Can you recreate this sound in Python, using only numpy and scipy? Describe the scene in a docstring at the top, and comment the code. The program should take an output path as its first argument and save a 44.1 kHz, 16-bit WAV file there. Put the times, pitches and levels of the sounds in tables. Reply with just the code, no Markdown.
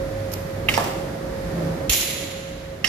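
"""A bare room, close by a cloth-covered table with a scored glass sheet on it, heard in stereo.
A cutter ticks, taps the glass and is laid down with a knock; the sheet snaps along the score, thumps
on the table, sheds splinters and rings on; the cutter taps it once more. Behind lie rumble, hiss and a hum.
Taps, pings and the strip are sums of damped sines; ticks, rattles, knock, crack and clashes are shaped
noise bursts; the sheet's ring is slightly uneven noise dying band by band; the thump is a sagging sine."""
import sys
import numpy as np
from scipy import signal
from scipy.fft import rfft, irfft, next_fast_len
from scipy.io import wavfile
from scipy.ndimage import map_coordinates

SR = 44100
rng = np.random.default_rng(int(sys.argv[2]) if len(sys.argv) > 2 else 0)


def file_out(sig):
    """Save sig as 16-bit WAV at sys.argv[1]."""
    # one column per channel
    cols = np.atleast_2d(sig).T
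    # limit, then scale
    lim = np.clip(cols, -1, 1)
    pcm = np.round(lim * 32767).astype(np.int16)
    wavfile.write(sys.argv[1], SR, pcm)


N = 127008  # samples in the scene

# the crack running along the score, step by step: [t/s, level/dB, t60/s]
CRACK_STEPS = [(1.8948, -12, 0.042), (1.8977, -6.5, 0.017), (1.9000, -20, 0.013), (1.9040, -20, 0.14)]
BAND_LIMIT_HZ = 15350
CONTACT_LEAD_S = 0.00006  # left ahead of right


def amp(db):
    """Decibels to gain."""
    return 10 ** (np.asarray(db) / 20)


def unit(x):
    """Scale to rms 1."""
    return x / np.sqrt(np.mean(x ** 2) + 1e-20)


def along(points, hz):
    """Read a curve of (f/Hz, value) points on a log frequency axis."""
    f, v = np.transpose(points)
    return np.interp(np.log(hz + 1), np.log(f + 1), v)


def curves(rows):
    """One value per sample for each column after the time."""
    s, *columns = np.transpose(rows)
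    return [np.interp(np.arange(N) / SR, s, column) for column in columns]


def since(s):
    """Seconds since a moment, zero before it."""
    return np.maximum(np.arange(N) / SR - s, 0)


def wobble(rate):
    """A smooth random curve, rate knots a second."""
    knots = rng.standard_normal(4096)
    return map_coordinates(knots, [np.arange(N) * rate / SR + 2], mode="mirror")


def filtered(x, response):
    """Multiply the spectrum of x by a response of frequency."""
    m = next_fast_len(N + 8192)  # spare length, so that little wraps round
    hz = np.fft.rfftfreq(m, 1 / SR)
    return irfft(rfft(x, m) * response(hz), m)[..., :N]


def sides(pan_db):
    """Left and right gains from their difference in dB (positive is left)."""
    pan_db = np.atleast_1d(pan_db)
    return amp(np.array([pan_db, -pan_db]) / 2)


def place(x, pan_db, lead_s):
    """Level and arrival time differ between the two sides of the microphone; the left leads."""
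    ears = np.array([[1], [-1]])
    return filtered(x, lambda hz: sides(pan_db) * np.exp(np.pi * 1j * hz * lead_s * ears))


def noise(colour, alike):
    """Coloured stereo noise of rms 1: mid and side shares set how alike left and right are."""
    def shares(hz):
        turn = np.arccos(np.clip(along(alike, hz), -1, 1)) / 2
        return amp(along(colour, hz)) * [np.cos(turn), np.sin(turn)]

    mid, side = filtered(rng.standard_normal((2, N)), shares)
    return unit(np.array([mid + side, mid - side]))


def fade(s, t60, rise_s):
    """Quick rise at a moment, then exponential decay."""
    t = since(s)
    return (1 - np.exp(-t / rise_s)) * amp(-60 * t / t60)


def ring(s, modes, rise_s):
    """Damped modes set off at a moment, each a decaying sine; 0.75 s long."""
    t = np.arange(SR * 3 // 4) / SR
    sound = sum(amp(db - 60 * t / t60) * np.sin(2 * np.pi * hz * t) for hz, db, t60 in modes)
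    sound = sound * (1 - np.exp(-t / rise_s))
    return np.pad(sound, (round(s * SR), N))[:N]


def dying(x, s, t60s):
    """From a moment on, each frequency dies at its own speed."""
    hz, t, z = signal.stft(x, SR, nperseg=256)
    decay = amp(-60 * np.maximum(t - s, 0) / along(t60s, hz)[:, None])
    return signal.istft(z * decay, SR, nperseg=256)[1][:, :N]


def in_room(x, room_db):
    """Add the diffuse tail of the bare walls: noise that dies band by band, fed by the right side."""
    # reverberation of the room: [f/Hz, t60/s]
    room_t60 = [(200, 0.42), (1000, 1), (3000, 0.92), (7000, 1), (15000, 1)]
    tail = dying(rng.standard_normal((2, N)), 0, room_t60)
    tail = tail * (1 - np.exp(-since(0) / 0.00079))  # soft onset, s
    wet = signal.fftconvolve(x[1:], tail / np.linalg.norm(tail[0]), axes=1)[:, :N]
    return x + amp(room_db) * sides(pan_db=-2.5) * wet


def bursts(rows, colour, alike, pan_db):
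    """Hard, gritty contacts: each a burst of noise standing for a crowd of short-lived modes."""
    power = sum((amp(db) * fade(s, t60, rise_s=0.00086)) ** 2 for s, db, t60 in rows)
    grit = unit(amp(1.5 * wobble(rate=700)))  # 1.5 dB of roughness
    crowd = noise(colour, [(1000, alike)])
    return place(np.sqrt(power) * grit * crowd, pan_db, CONTACT_LEAD_S)


def background():
    """Rumble and hiss of the surroundings: three bands of noise with drifting levels."""
    # bass and low middle in time: [t/s, bass level/dB, low-middle level/dB]
    low_levels = [(0, -33.5, -33), (.2, -37.5, -34), (.45, -37, -34), (.67, -33.5, -31.5), (.8, -45, -29.5),
                  (1.05, -38.5, -31.5), (1.3, -37.5, -31.5), (1.47, -32.5, -33), (1.58, -36, -28),
                  (1.85, -35, -30.5), (2.0, -40.5, -35.5), (2.25, -39.5, -35.5), (2.38, -43.5, -38.5),
                  (2.55, -39.5, -39), (2.7, -41, -40.5), (2.88, -41, -38)]
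    # hiss in time: [t/s, level/dB]
    hiss_level = [(0, -41.5), (.6, -41.5), (1.25, -42), (1.65, -39), (1.88, -42), (2.0, -40.5), (2.8, -47)]
    # spectra of the three bands: [f/Hz, level/dB]
    bass_colour = [(20, -38), (32, -19), (40, -2), (47, -1), (65, -4.5), (100, -3.5), (130, -10.5),
                   (200, -16.5), (400, -64)]
    rumble_colour = [(70, -71), (130, 0), (165, -1.5), (240, -5.5), (320, -3), (450, -7), (620, -6),
                     (900, -16.5), (1300, -21.5), (3000, -46.5)]
    hiss_colour = [(300, -64), (900, 1.5), (1900, 4.5), (2700, -5), (4500, -6), (7000, -11), (8500, -16),
                   (11000, -13), (14000, -15.5), (15500, -48)]
    # likeness of left and right: [f/Hz, correlation]
    likeness = [(60, 0.88), (160, 1), (350, 0.78), (700, 0.068), (1500, 0.028), (5000, 0.027)]
    # balance: [f/Hz, left minus right/dB]
    balance = [(40, -1), (150, -2.3), (400, -2.5), (1500, -3), (12000, -2)]
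    levels = curves(low_levels) + curves(hiss_level)
    colours = (bass_colour, rumble_colour, hiss_colour)
    layers = sum(amp(db) * noise(colour, likeness) for db, colour in zip(levels, colours))
    return filtered(layers, lambda hz: sides(along(balance, hz)))


def tone(hz, drift_hz, flutter_db):
    """A sine of rms 1 whose pitch and level wander slightly."""
    turns = np.cumsum(hz + drift_hz * wobble(rate=14)) / SR
    return unit(np.sin(2 * np.pi * turns) * amp(flutter_db * wobble(rate=22)))


def hum():
    """A distant machine sings one wavering note over low drones."""
    # the note in time: [t/s, level/dB]
    note_level = [(0, -28.5), (.3, -34.5), (.7, -34), (1.2, -35), (1.85, -33), (1.93, -43), (2.3, -36),
                  (2.85, -42)]
    # drones that swell and fade: [middle t/s, half length/s, f/Hz, level/dB]
    swells = [(0.23, 0.72, 99, -36.5), (1.614, .1, 167, -29), (2.54, 0.22, 167, -43.5),
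              (1.45, 0.34, 49, -43.5)]
    note = amp(curves(note_level)[0]) * tone(541.3, drift_hz=2.97, flutter_db=2.0)
    drones = 0
    for s, half, hz, db in swells:
        swell = np.exp(-((since(0) - s) / half) ** 2 / 2)
        drones = drones + amp(db) * swell * tone(hz, drift_hz=1.47, flutter_db=2.5)
    return place(note, pan_db=-6, lead_s=0.00032) + drones


def cutter_handle():
    """The handle drops flat and bounces: hollow knocks, the first of which sets its modes ringing."""
    # landing and bounces: [t/s, level/dB, t60/s]
    landings = [(0.7770, -4.5, .016), (0.7850, -21, 0.037), (0.7950, -18, 0.045), (0.8045, -22, 0.1),
                (0.8420, -25, 0.038), (0.8710, -25.5, .08)]
    # spectrum of a knock: [f/Hz, level/dB]
    knock_colour = [(200, -25), (480, -15), (660, 1), (850, 2), (1080, 0), (1250, -10), (1450, -13),
                    (1780, -7), (2600, -23), (6000, -25), (15000, -29)]
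    # modes of the handle: [f/Hz, level/dB, t60/s]
    handle_modes = [(625, -39, 0.27), (780, -33, .2), (830, -28, 0.16), (915, -20, 0.14), (1030, -25, 0.11),
                    (1150, -26, 0.16), (1726, -25, 0.089)]
    body = ring(landings[0][0], handle_modes, rise_s=0.0016)
    body = place(body, pan_db=-1, lead_s=CONTACT_LEAD_S)
    knocks = bursts(landings, knock_colour, alike=0.23, pan_db=-5.0)
    return in_room(body + knocks, room_db=-5.5)


def cutter_parts():
    """The wheel ticks and skids, its steel holder pings and the loose metal parts rattle."""
    # rattles, wheel ticks and skids between contacts: [t/s, level/dB, t60/s]
    rattle_rows = [(0.6880, -22.5, 0.06), (0.7382, -19, 0.037), (0.7450, -28, 0.025), (0.7775, -23, 0.017),
                   (2.8445, -21, 0.071), (2.8600, -34, 0.074)]
    tick_rows = [(0.3168, -33, 0.046), (0.3265, -33, 0.07), (0.3350, -25, 0.02), (0.3374, -17, 0.015),
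                 (0.6876, -19.5, 0.012), (0.6940, -30, 0.0086), (0.7765, -18, 0.011), (0.8018, -26, .008),
                 (0.8410, -23, 0.0098), (2.8450, -22, .014)]
    skid_rows = [(0.335, -37.5, 0.4), (0.692, -27, 0.64), (0.838, -31, 0.35)]
    # their spectra: [f/Hz, level/dB]
    rattle_colour = [(500, 1), (1500, -5), (2600, 1), (3700, -3), (5400, -4.5), (6800, -6.5), (9000, -13.5),
                     (12000, -12.5), (15500, -34)]
    tick_colour = [(1000, -23), (2500, -1), (3300, -6), (5000, 3.5), (8500, -6), (10800, -4), (11900, 10),
                   (12900, 2), (15500, -8)]
    skid_colour = [(1500, 5.5), (4000, -2), (7000, -5), (9000, -6.5), (12000, -12), (15000, -4)]
    # pings of the holder: [t/s, level/dB]
    ping_rows = [(0.74, -23), (0.75, -22), (0.766, -20), (0.8400, -34), (2.8429, -17.5), (2.853, -20),
                 (2.8714, -17)]
    # modes of the holder: [f/Hz, level/dB, t60/s]
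    ping_modes = [(4600, -11, .04), (4830, -10, 0.061), (5360, -4.5, 0.03), (5530, -2.5, 0.028),
                  (5840, -9.5, 0.039), (6520, -19, 0.04)]
    rattle = in_room(bursts(rattle_rows, rattle_colour, alike=0.24, pan_db=-6.5), room_db=1.5)
    ticks = in_room(bursts(tick_rows, tick_colour, alike=0.17, pan_db=-8.0), room_db=-12.5)
    pings = sum(amp(db) * ring(s, ping_modes, rise_s=0.00094) for s, db in ping_rows)
    pings = in_room(place(pings, pan_db=-8.0, lead_s=0.00003), room_db=-23)
    skids = bursts(skid_rows, skid_colour, alike=0.1, pan_db=-1)
    return rattle + ticks + pings + skids


def cutter_taps():
    """The head strikes the damped sheet, early reflections follow from nearby surfaces; the spot picks the modes."""
    # taps and their early reflections: [t/s, level/dB, left minus right/dB, spot struck (0 first, 1 second)]
    tap_rows = [(0.6855, 1.5, -7.5, 0), (0.6897, -18, -4, 0), (0.6929, -25, 2, 0), (0.6957, -15, -4, 0),
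                (0.7380, -8, -4, 0), (2.8430, -3, -8, 1), (2.8462, -28, 10, 1)]
    # modes of a tap: [f/Hz, level at first spot/dB, level at second spot/dB, t60/s]
    tap_modes = [(820, -21, -35, 0.028), (1225, -19.5, -20.5, 0.036), (1882, -14, -4.5, 0.025),
                 (2095, -14, -12.5, 0.062), (2223, -5, -28, 0.024), (2410, -10, -25, 0.031),
                 (2734, 2.4, 5.2, 0.015), (2880, -6.5, -2.2, 0.028), (3110, -14.5, -12, 0.046),
                 (3825, -23, -25, 0.039)]
    attack_s = 0.0014
    taps = 0
    for s, db, pan, spot in tap_rows:
        modes = [(hz, second if spot > 0.5 else first, t60) for hz, first, second, t60 in tap_modes]
        soft_contact = 1 - np.exp(-since(s) / attack_s)  # on top of the rise inside ring
        arrival = soft_contact * ring(s, modes, attack_s)
        taps = taps + amp(db) * place(arrival, pan, lead_s=0.00008)
    return in_room(taps, room_db=-13.5)


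def thump():
    """The halves of the sheet drop onto the padded table: a low sine sagging in pitch as they settle."""
    start_s = 1.8995
    hz = 42 + 40 * np.exp(-since(start_s) / 0.0096)  # from 82 Hz down to 42 Hz
    turns = np.cumsum(hz * (since(start_s) > 0)) / SR
    return amp(-14.5) * fade(start_s, t60=0.079, rise_s=0.0019) * np.sin(2 * np.pi * turns)


def splinters():
    """Tiny chips tick at random along the break, ever fainter, each a short decaying sine."""
    rate, crackle_t60 = 320, 0.96  # chips a second; fade of the crackle, s
    typical_db, spread_db = -22.5, 1.5
    typical_hz, spread_octaves, cycles = 4200, 0.48, 42  # a chip falls 60 dB in so many cycles
    jitter, size, pitch, side = rng.standard_normal((180, 4)).T
    delay = np.abs(np.arange(len(jitter)) + jitter) / rate
    steps = np.arange(600)  # samples in a chip
    hz = np.minimum(typical_hz * 2 ** (spread_octaves * pitch), BAND_LIMIT_HZ)
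    turns = hz[:, None] * steps / SR
    level_db = typical_db + spread_db * size - 60 * delay / crackle_t60
    chips = amp(level_db[:, None] - 60 * turns / cycles) * np.sin(2 * np.pi * turns)
    at = ((CRACK_STEPS[0][0] + delay) * SR).astype(int)[:, None] + steps
    gains = sides(5 * side)  # 5 dB scatter around the middle
    return np.array([np.bincount(at.ravel(), (chips * g[:, None]).ravel(), N)[:N] for g in gains])


def sheet_modes():
    """A dense crowd of modes as noise, slightly uneven from frequency to frequency."""
    # spectrum of the ring as it reaches the listener, with a dip near 9 kHz: [f/Hz, level/dB]
    sheet_colour = [(700, -28), (1300, -23), (1650, -8.5), (2100, 1), (3050, 1), (4000, 2), (4800, -5),
                    (5800, -2), (6900, 4), (7700, -1.5), (8700, -21), (9400, -2), (10000, 1), (11400, 3.5),
                    (12400, 0.5), (13300, 4), (15000, 2.5), (15600, -20)]
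    strengths = rng.standard_normal(4096)

    def uneven(hz):
        # 1.6 dB scatter, one random knot every 14 Hz
        return amp(1.6 * map_coordinates(strengths, [hz / 14], mode="mirror"))

    return unit(filtered(noise(sheet_colour, [(1000, 0.021)]), uneven))


def snap():
    """The crack runs, the sheet's modes and the freed strip ring out, and the fresh edges clash."""
    # spectra of crack and clashes as picked up, with the recorder's dip near 9 kHz: [f/Hz, level/dB]
    crack_colour = [(500, -15), (1400, -17), (2900, 3.5), (4800, -8.5), (6800, 0), (8700, -19), (11200, -2),
                    (12500, -7), (15500, -18)]
    clash_colour = [(1500, -12.5), (3000, -8), (4800, -8), (5700, -1), (6400, -4), (7050, 0), (7800, -6),
                    (9000, -30), (15000, -22)]
    # decay of the sheet: [f/Hz, t60/s]
    sheet_t60 = [(1500, 1.74), (3000, 1.84), (7000, 1.32), (11000, 1.01), (15000, 0.56)]
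    # strongest modes of the freed strip: [f/Hz, level/dB, t60/s]
    strip_modes = [(2858, -8, .9), (3123, -8, .9), (5141, -9, .7), (5380, -7, .7), (5764, -4, .6),
                   (6157, -8, .7), (6225, -6, .7), (6698, -8, .7), (6786, -7, .7), (6860, -6, .6),
                   (7030, -3, .65), (10380, -7, .65), (10896, -9, .8), (14335, -11, .5)]
    # clashes of the fresh edges: [t/s, level/dB, t60/s]
    clash_rows = [(1.9238, -16, 0.068), (1.9328, -15, 0.065), (1.9480, -24, .05), (1.9660, -33, .04),
                  (1.9995, -24, 0.06), (2.0085, -21, 0.082), (2.0270, -21, 0.045)]
    crack = in_room(bursts(CRACK_STEPS, crack_colour, alike=0.47, pan_db=-6.0), room_db=-15)
    start = CRACK_STEPS[0][0]
    swell = 1 - np.exp(-since(start) / 0.019)  # silent until the crack starts
    chatter = amp(0.6 * wobble(rate=89))
    shimmer = dying(sheet_modes(), start, sheet_t60) * swell * chatter
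    sheet = amp(-17) * sides(pan_db=-3) * shimmer
    strip = amp(-31.5) * place(ring(1.925, strip_modes, rise_s=0.0035), pan_db=-8, lead_s=0)
    clash = bursts(clash_rows, clash_colour, alike=0.1, pan_db=-2)
    return crack + sheet + strip + clash


def scene():
    """Everything in the room, from the far background to the glass."""
    surroundings = background() + hum()
    cutter = cutter_handle() + cutter_parts() + cutter_taps()
    glass = thump() + splinters() + snap()
    return surroundings + cutter + glass


def record(dry):
    """The recorder clips at full scale, then cuts steeply above its band limit."""
    return filtered(np.clip(dry, -1, 1), lambda hz: 1 / (1 + (hz / BAND_LIMIT_HZ) ** 160))


dry = scene()
out = record(dry)
file_out(out)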